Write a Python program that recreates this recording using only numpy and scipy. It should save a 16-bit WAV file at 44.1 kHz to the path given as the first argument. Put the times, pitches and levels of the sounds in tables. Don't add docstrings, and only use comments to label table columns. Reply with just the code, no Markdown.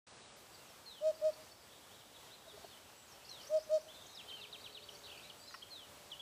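import sys
import numpy as np
from scipy import signal
from scipy.fft import rfft, irfft
from scipy.io import wavfile
from scipy.ndimage import uniform_filter1d

SR = 44100
rng = np.random.default_rng(int(sys.argv[2]) if len(sys.argv) > 2 else 0)


def wav_out(sig):
    wavfile.write(sys.argv[1], SR, np.round(np.clip(np.atleast_2d(sig).T, -1, 1) * 32767).astype(np.int16))


N = 273861
TIME = np.arange(N) / SR

# frequency in Hz, relative density in dB.
HISS_SPECTRUM = [(25, -30), (55, -2.5), (95, 1.5), (160, -2), (300, -2), (600, 1), (1200, -2.5), (2000, -7),
                 (4000, -6.5), (7000, -10.5), (8000, -10.5), (10000, -13.5), (13000, -15), (15500, -17.5)]
# pitch in Hz, level in dB.
WHINES = [(7838, -79.5), (14040, -88)]
# start and end in seconds, pitch in Hz, level in dB.
DRONES = [(3.899, 5.39, 420.6, -71.5), (4.15, 6.593, 584.7, -72)]
# start and end in seconds, relative level in dB,
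# centre pitch in Hz.
TWITTER_BOUTS = [(0.201, .27, -66, 3700), (0.568, .72, -68, 2910), (1.117, 1.62, -68.5, 4980),
                 (1.647, 2.45, -68.5, 3480), (2.502, 2.7, -66.5, 4400), (2.601, 3.4, -67.5, 2955),
                 (3.919, 4.12, -60, 3890), (4.004, 4.139, -66, 6460), (4.152, 4.85, -63.5, 3890),
                 (4.868, 4.97, -64, 5740), (5.041, 5.24, -61, 2800), (5.384, 5.6, -60, 4590)]
# start and length of the whistle in seconds, its level in dB,
# level of the descent before it in dB.
WHISTLE_SONGS = [(0.852, .17, -54.5, -63), (3.284, 0.16, -53.5, -58), (5.7, 0.16, -52.5, -57)]
# share of the length, loudness 0-1, pitch in Hz.
DESCENT_SHAPE = [(0, .25, 7850), (.5, .25, 7650), (.6, .05, 7150), (.71, .55, 6500), (.82, .1, 5900),
                 (.89, 1, 5450), (1, .2, 5350)]
WHISTLE_SHAPE = [(0, 0, 4450), (.07, .75, 4300), (.2, 1, 4160), (.35, .8, 3900), (.52, .6, 3530),
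                 (.67, .5, 3220), (.79, .55, 3060), (.89, .3, 2935), (1, .18, 2820)]
# start and length in seconds, level in dB, top pitch in Hz,
# place of the top (0 for a falling note, 1 for a rising one).
CHIRPS = [(.535, .028, -62, 4800, 0.36), (1.718, 0.021, -63, 3850, 0.77), (1.9, 0.064, -65.5, 3900, 0.85),
          (1.975, .056, -68, 3800, 0.058), (2.142, 0.035, -59.5, 3880, 0.29),
          (2.266, 0.0333, -69, 3290, .25), (2.302, 0.057, -62, 4160, 0.79),
          (2.476, 0.05, -58.5, 3850, 0.31), (2.703, .054, -61.5, 3710, .15),
          (3.881, 0.043, -56.5, 3520, 0.69), (3.942, 0.026, -59.5, 4100, 0.27),
          (4.011, 0.019, -56, 3690, .6), (4.061, .013, -59, 7100, 0.91), (4.816, 0.024, -59, 3850, 0.76),
          (5.056, 0.024, -56, 3950, 0.067), (5.084, .026, -53.5, 3600, 0.99),
          (5.112, 0.023, -52.5, 3300, .85), (5.219, .046, -56, 4050, .7), (5.474, 0.037, -57, 4230, 0.41),
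          (5.621, .018, -50.5, 3300, 0.48), (6.194, 0.025, -47.5, 3420, 0.34)]
# start and length in seconds, level in dB, top pitch in Hz,
# lateness of the swell (above 1 it peaks later).
HOOTS = [(1.007, 0.11, -29.5, 630.7, 1.3), (1.212, 0.096, -29.5, 627.3, 1.02),
         (3.491, .102, -29, 629.4, 1.4), (3.692, 0.094, -28.5, 628.4, 1.02)]
HOOT_SHAPE = [(0, .03, .89), (.1, .24, .968), (.3, .62, .988), (.46, .93, .998), (.6, 1, 1),
              (.76, .8, .994), (.9, .55, .98), (1, 0, .92)]
# frequency in Hz, level in dB against the fundamental.
HOOT_OVERTONES = [(1880, -46), (2500, -41), (3150, -39), (4400, -37.5), (5600, -37), (6900, -39.5),
                  (8700, -43.5), (9500, -50), (10500, -83)]
# delay in seconds, level in dB against the direct sound.
HOOT_ECHOES = [(.044, -22), (.137, -28)]
# start, end and spacing in seconds, level in dB, pitch in Hz.
TICK_RUNS = [(1.145, 1.6, .183, -60.5, 4670), (4.607, 5.35, .113, -58, 4536)]
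# time of the peak in seconds, level in dB, pitch in Hz, rise and decay in seconds.
PLOPS = [(2.484, -53, 644, 0.012, 0.0034), (2.545, -55.5, 421, 0.0099, 0.015),
         (2.581, -51, 640, .006, .004), (2.648, -45, 676, 0.0028, 0.0022), (2.649, -52, 397, 0.006, 0.0043)]
# start of the flick and length of the warble before it
# in seconds, level of the warble and of the flick in dB.
WARBLES = [(3.286, .045, -58, -57.5), (3.461, .07, -56, -56), (3.621, .062, -56, -62),
           (3.799, .075, -58.5, -63)]
# start and length in seconds, level in dB.
TRILL_SLURS = [(4.160, 0.064, -49.5), (4.284, 0.048, -48.5), (4.402, 0.06, -49), (4.519, 0.05, -47.5),
               (4.632, .052, -48.5), (4.737, 0.058, -49)]
# share of the length, loudness 0-1, pitch in Hz.
SLUR_SHAPE = [(0, .28, 4850), (.13, .08, 4500), (.23, .9, 3920), (.46, .42, 3520), (.65, 1, 3120),
              (.76, .4, 2780), (.85, .5, 2540), (.93, .12, 2330), (1, .15, 2140)]
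# time in seconds, pitch in Hz, level in dB.
PIPING_COURSE = [(4.268, 3080, -68), (4.287, 3116, -52.5), (4.32, 3125, -48.5), (4.345, 3140, -49),
                 (4.368, 3010, -56), (4.395, 2785, -57), (4.42, 2630, -59)]
# start and length in seconds, level in dB.
CHIPS = [(4.882, 0.021, -49.5), (5.292, 0.023, -47), (6.101, 0.053, -45.5)]
# share of the length, loudness 0-1, pitch in Hz.
CHIP_SHAPE = [(0, .05, 3100), (.1, .22, 4100), (.25, .15, 3900), (.36, 1, 3380), (.52, .9, 3050),
              (.75, .45, 2850), (1, .1, 2850)]
# start and length in seconds, level in dB, centre pitch and swing in Hz,
# swings a second.
BUZZES = [(5.033, 0.034, -52, 4080, 350, 171), (5.128, 0.097, -57, 2864, 415, 62)]
# start in seconds, relative level in dB.
KNOCK_CONTACTS = [(5.508, -55), (5.541, -45), (5.546, -43)]
# frequency in Hz, relative level in dB, seconds to fall by 60 dB.
KNOCK_MODES = [(890, -6, 0.022), (1080, 2, 0.023), (1390, 6, 0.02), (1888, -0.5, 0.05), (2500, -3, 0.019),
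               (2860, -3, .02)]


def amp(db):
    return 10 ** (np.asarray(db) / 20)


def unit(x):
    return x / np.sqrt(np.mean(x ** 2) + 1e-20)


def level_at(spectrum, hz):
    freqs, db = np.transpose(spectrum)
    return np.interp(np.log(hz + 1), np.log(freqs), db)


def add(mix, start, sound):
    part = mix[max(round(start * SR), 0):][:len(sound)]
    part += sound[:len(part)]


def drift(size, hz):
    freqs = np.fft.rfftfreq(N, 1 / SR)
    return unit(irfft(rfft(rng.standard_normal(N)) / (1 + (freqs / hz) ** 4), N))[:size]


def sine(hz):
    return np.sqrt(2) * np.sin(2 * np.pi * np.cumsum(hz) / SR)


def course(shape, length, late=1):
    share, *columns = np.transpose(shape)
    u = np.linspace(0, 1, int(length * SR)) ** late
    return [uniform_filter1d(np.interp(u, share, c), len(u) // 16, mode="nearest") for c in columns]


def glide(length, pitches):
    u = np.linspace(0, 1, int(length * SR))
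    return np.sin(np.pi * u), np.polyval(np.polyfit([0, .5, 1], pitches, 2), u)


def low_pass(x, hz):
    return signal.oaconvolve(x, signal.firwin(511, hz, window=("kaiser", 9), fs=SR)[None], "same")


def woods(x, t60, build_s):
    t = TIME[:SR]
    taps = rng.standard_normal(SR) * (rng.random(SR) < .1)
    tail = taps * (1 - np.exp(-(t / build_s) ** 2)) * np.exp(-np.log(1000) * t / t60)
    return signal.fftconvolve(x, tail / np.linalg.norm(tail))[:N]


def background(hiss_db=-59, swell_db=.92, whine_waver_hz=11, drone_waver_hz=2.46, drone_waver_db=2):
    colour = amp(level_at(HISS_SPECTRUM, np.fft.rfftfreq(N, 1 / SR)))
    swell = amp(hiss_db + swell_db * drift(N, 3.9))
    out = swell * unit(irfft(rfft(rng.standard_normal(N)) * colour, N))
    for hz, db in WHINES:
        out += amp(db) * sine(hz + whine_waver_hz * drift(N, 30))
    for start, end, hz, db in DRONES:
        n = int((end - start) * SR)
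        loud = amp(db + drone_waver_db * drift(n, 1.4)) * signal.windows.tukey(n, .6)
        add(out, start, loud * sine(hz + drone_waver_hz * drift(n, 3.55)))
    return out


def twitter(per_s=55, note_s=.0159, spread=.0806, uneven_db=2.5, direct_db=-7, scatter_db=-1):
    notes = np.zeros(N)
    for start, end, db, centre_hz in TWITTER_BOUTS:
        for slot in np.arange(start, end, 1 / per_s):
            loud, hz = glide(note_s, centre_hz * (1 + spread * rng.standard_normal(3)))
            onset = slot + rng.random() / per_s
            add(notes, onset, amp(db + uneven_db * rng.standard_normal()) * loud * sine(hz))
    return amp(direct_db) * notes + amp(scatter_db) * woods(notes, t60=.13, build_s=.014)


def whistles(lead_s=.328, descent_s=.193):
    for start, length, db, descent_db in WHISTLE_SONGS:
        yield start - lead_s, descent_db, *course(DESCENT_SHAPE, descent_s)
        yield start, db, *course(WHISTLE_SHAPE, length)


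def chirps(bend=.32, curve=1.4):
    for start, length, db, top_hz, top_place in CHIRPS:
        u = np.linspace(0, 1, int(length * SR))
        hz = top_hz * (1 - bend * abs(u - top_place) ** curve)
        yield start, db, np.sqrt(abs(np.sin(np.pi * u))), hz


def hoopoe(octave_db=-36, uneven_db=1.5, rasp=.28, scatter_db=-27):
    voice, orders = np.zeros(N), np.arange(3, 17)
    for start, length, db, top_hz, late in HOOTS:
        loud, bend = course(HOOT_SHAPE, length, late)
        hz = top_hz * bend
        overtone_db = level_at(HOOT_OVERTONES, orders * top_hz)
        gains = amp(overtone_db + uneven_db * rng.standard_normal(len(orders)))
        buzz = sum(gain * sine(k * hz) for k, gain in zip(orders, gains))
        buzz *= 1 + rasp * drift(len(hz), 110)
        octave = amp(octave_db) * loud ** .22 * sine(2 * hz)
        add(voice, start, amp(db) * (loud * (sine(hz) + buzz) + octave))
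    out = voice + amp(scatter_db) * woods(voice, t60=.99, build_s=.012)
    for delay, db in HOOT_ECHOES:
        add(out, delay, amp(db) * voice)
    return out


def ticks(tick_s=.0192, rise=.036, spread=.021):
    for start, end, spacing, db, hz in TICK_RUNS:
        for onset in np.arange(start, end, spacing):
            bend = 1 + rise * np.array([-1, 0, 1]) + spread * rng.standard_normal(3)
            yield onset, db, *glide(tick_s, hz * bend)


def plops(sag_per_s=2.6, lead_s=.05):
    out = np.zeros(N)
    t = TIME[:int(2 * lead_s * SR)] - lead_s
    for peak, db, hz, rise, decay in PLOPS:
        swell = np.exp(-abs(t / np.where(t < 0, rise, decay)) ** .91)
        add(out, peak - lead_s, amp(db) * swell * sine(hz * np.exp(-sag_per_s * t)))
    return out


def warbles(stroke_s=.0185, low_hz=4230, high_hz=6000, fade=.36, uneven=.101, rough=.023,
            flick_s=.029, flick_hz=(4410, 6030, 6150)):
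    for flick_start, length, db, flick_db in WARBLES:
        n = int(length * SR)
        stroke = ((TIME[:n] - length) / stroke_s + uneven * drift(n, 50)) % 1
        loud = signal.windows.tukey(n, .3) * np.sqrt(np.sin(np.pi * stroke)) * (1 - fade * stroke)
        hz = (low_hz + (high_hz - low_hz) * stroke ** 1.1) * (1 + rough * drift(n, 900))
        yield flick_start - length, db, loud, hz
        yield flick_start, flick_db, *glide(flick_s, flick_hz)


def trill(swoop_s=.032, swoop_db=-55, swoop_hz=(5800, 5050, 4300), lead_s=.017):
    yield TRILL_SLURS[0][0] - lead_s, swoop_db, *glide(swoop_s, swoop_hz)
    for start, length, db in TRILL_SLURS:
        yield start, db, *course(SLUR_SHAPE, length)


def piping():
    times, hz, db = np.transpose(PIPING_COURSE)
    t = np.arange(times[0], times[-1], 1 / SR)
    yield times[0], db.max(), amp(np.interp(t, times, db - db.max())), np.interp(t, times, hz)


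def chips():
    for start, length, db in CHIPS:
        yield start, db, *course(CHIP_SHAPE, length)


def buzzes():
    for start, length, db, hz, swing_hz, rate in BUZZES:
        turn = 2 * np.pi * rate * TIME[:int(length * SR)]
        loud = signal.windows.tukey(len(turn), .3) * (.53 + .35 * np.cos(turn - 1))
        yield start, db, loud, hz - swing_hz * np.cos(turn)


def songbirds(clear_notes, short_notes, clear_blur=.65, waver=.0141, flutter_db=2, octave_db=-28,
              direct_db=-.76, leaves_db=-11, trees_db=-10, near_db=-50, distance_slope=.46):
    direct, scattered = np.zeros((2, N))
    wobble, flutter = drift(N, 280), drift(N, 120)
    for notes, blur in ((clear_notes, clear_blur), (short_notes, 1)):
        for start, db, loud, hz in notes:
            t = start + np.arange(len(hz)) / SR
            hz = hz * (1 + blur * waver * np.interp(t, TIME, wobble))
            gain = amp(db + flutter_db * np.interp(t, TIME, flutter))
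            note = loud * gain * (sine(hz) + amp(octave_db) * sine(2 * hz))
            add(direct, start, note)
            add(scattered, start, np.sqrt(blur) * amp(distance_slope * (near_db - db)) * note)
    leaves = amp(leaves_db) * woods(scattered, t60=.07, build_s=.0021)
    trees = amp(trees_db) * woods(scattered, t60=.45, build_s=.018)
    return amp(direct_db) * direct + leaves + trees


def knock(scuff_db=-9, scuff_s=.0026, rise_s=.0011):
    out, t = np.zeros(N), TIME[:SR // 10]
    for start, db in KNOCK_CONTACTS:
        ring = sum(amp(level) * np.exp(-np.log(1000) * t / t60)
                   * np.sin(2 * np.pi * (hz * t + rng.random())) for hz, level, t60 in KNOCK_MODES)
        scuff = amp(scuff_db) * np.exp(-t / scuff_s) * rng.standard_normal(len(t))
        add(out, start, amp(db) * (1 - np.exp(-t / rise_s)) * (ring + scuff))
    return out


def scene():
    mix = background() + twitter() + hoopoe() + plops()
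    clear_notes = [*whistles(), *piping()]
    short_notes = [*chirps(), *ticks(), *warbles(), *trill(), *chips(), *buzzes()]
    return (mix + songbirds(clear_notes, short_notes) + knock())[None]


def record(dry, start_s=.066, treble_start_s=.36, fade_s=.005, dull_hz=9900, edge_hz=15500):
    dull = low_pass(dry, dull_hz)
    begun, opened = (np.clip((TIME - s) / fade_s, 0, 1) for s in (start_s, treble_start_s))
    return low_pass(begun * (dull + opened * (dry - dull)), edge_hz)


dry = scene()
out = record(dry)
wav_out(out)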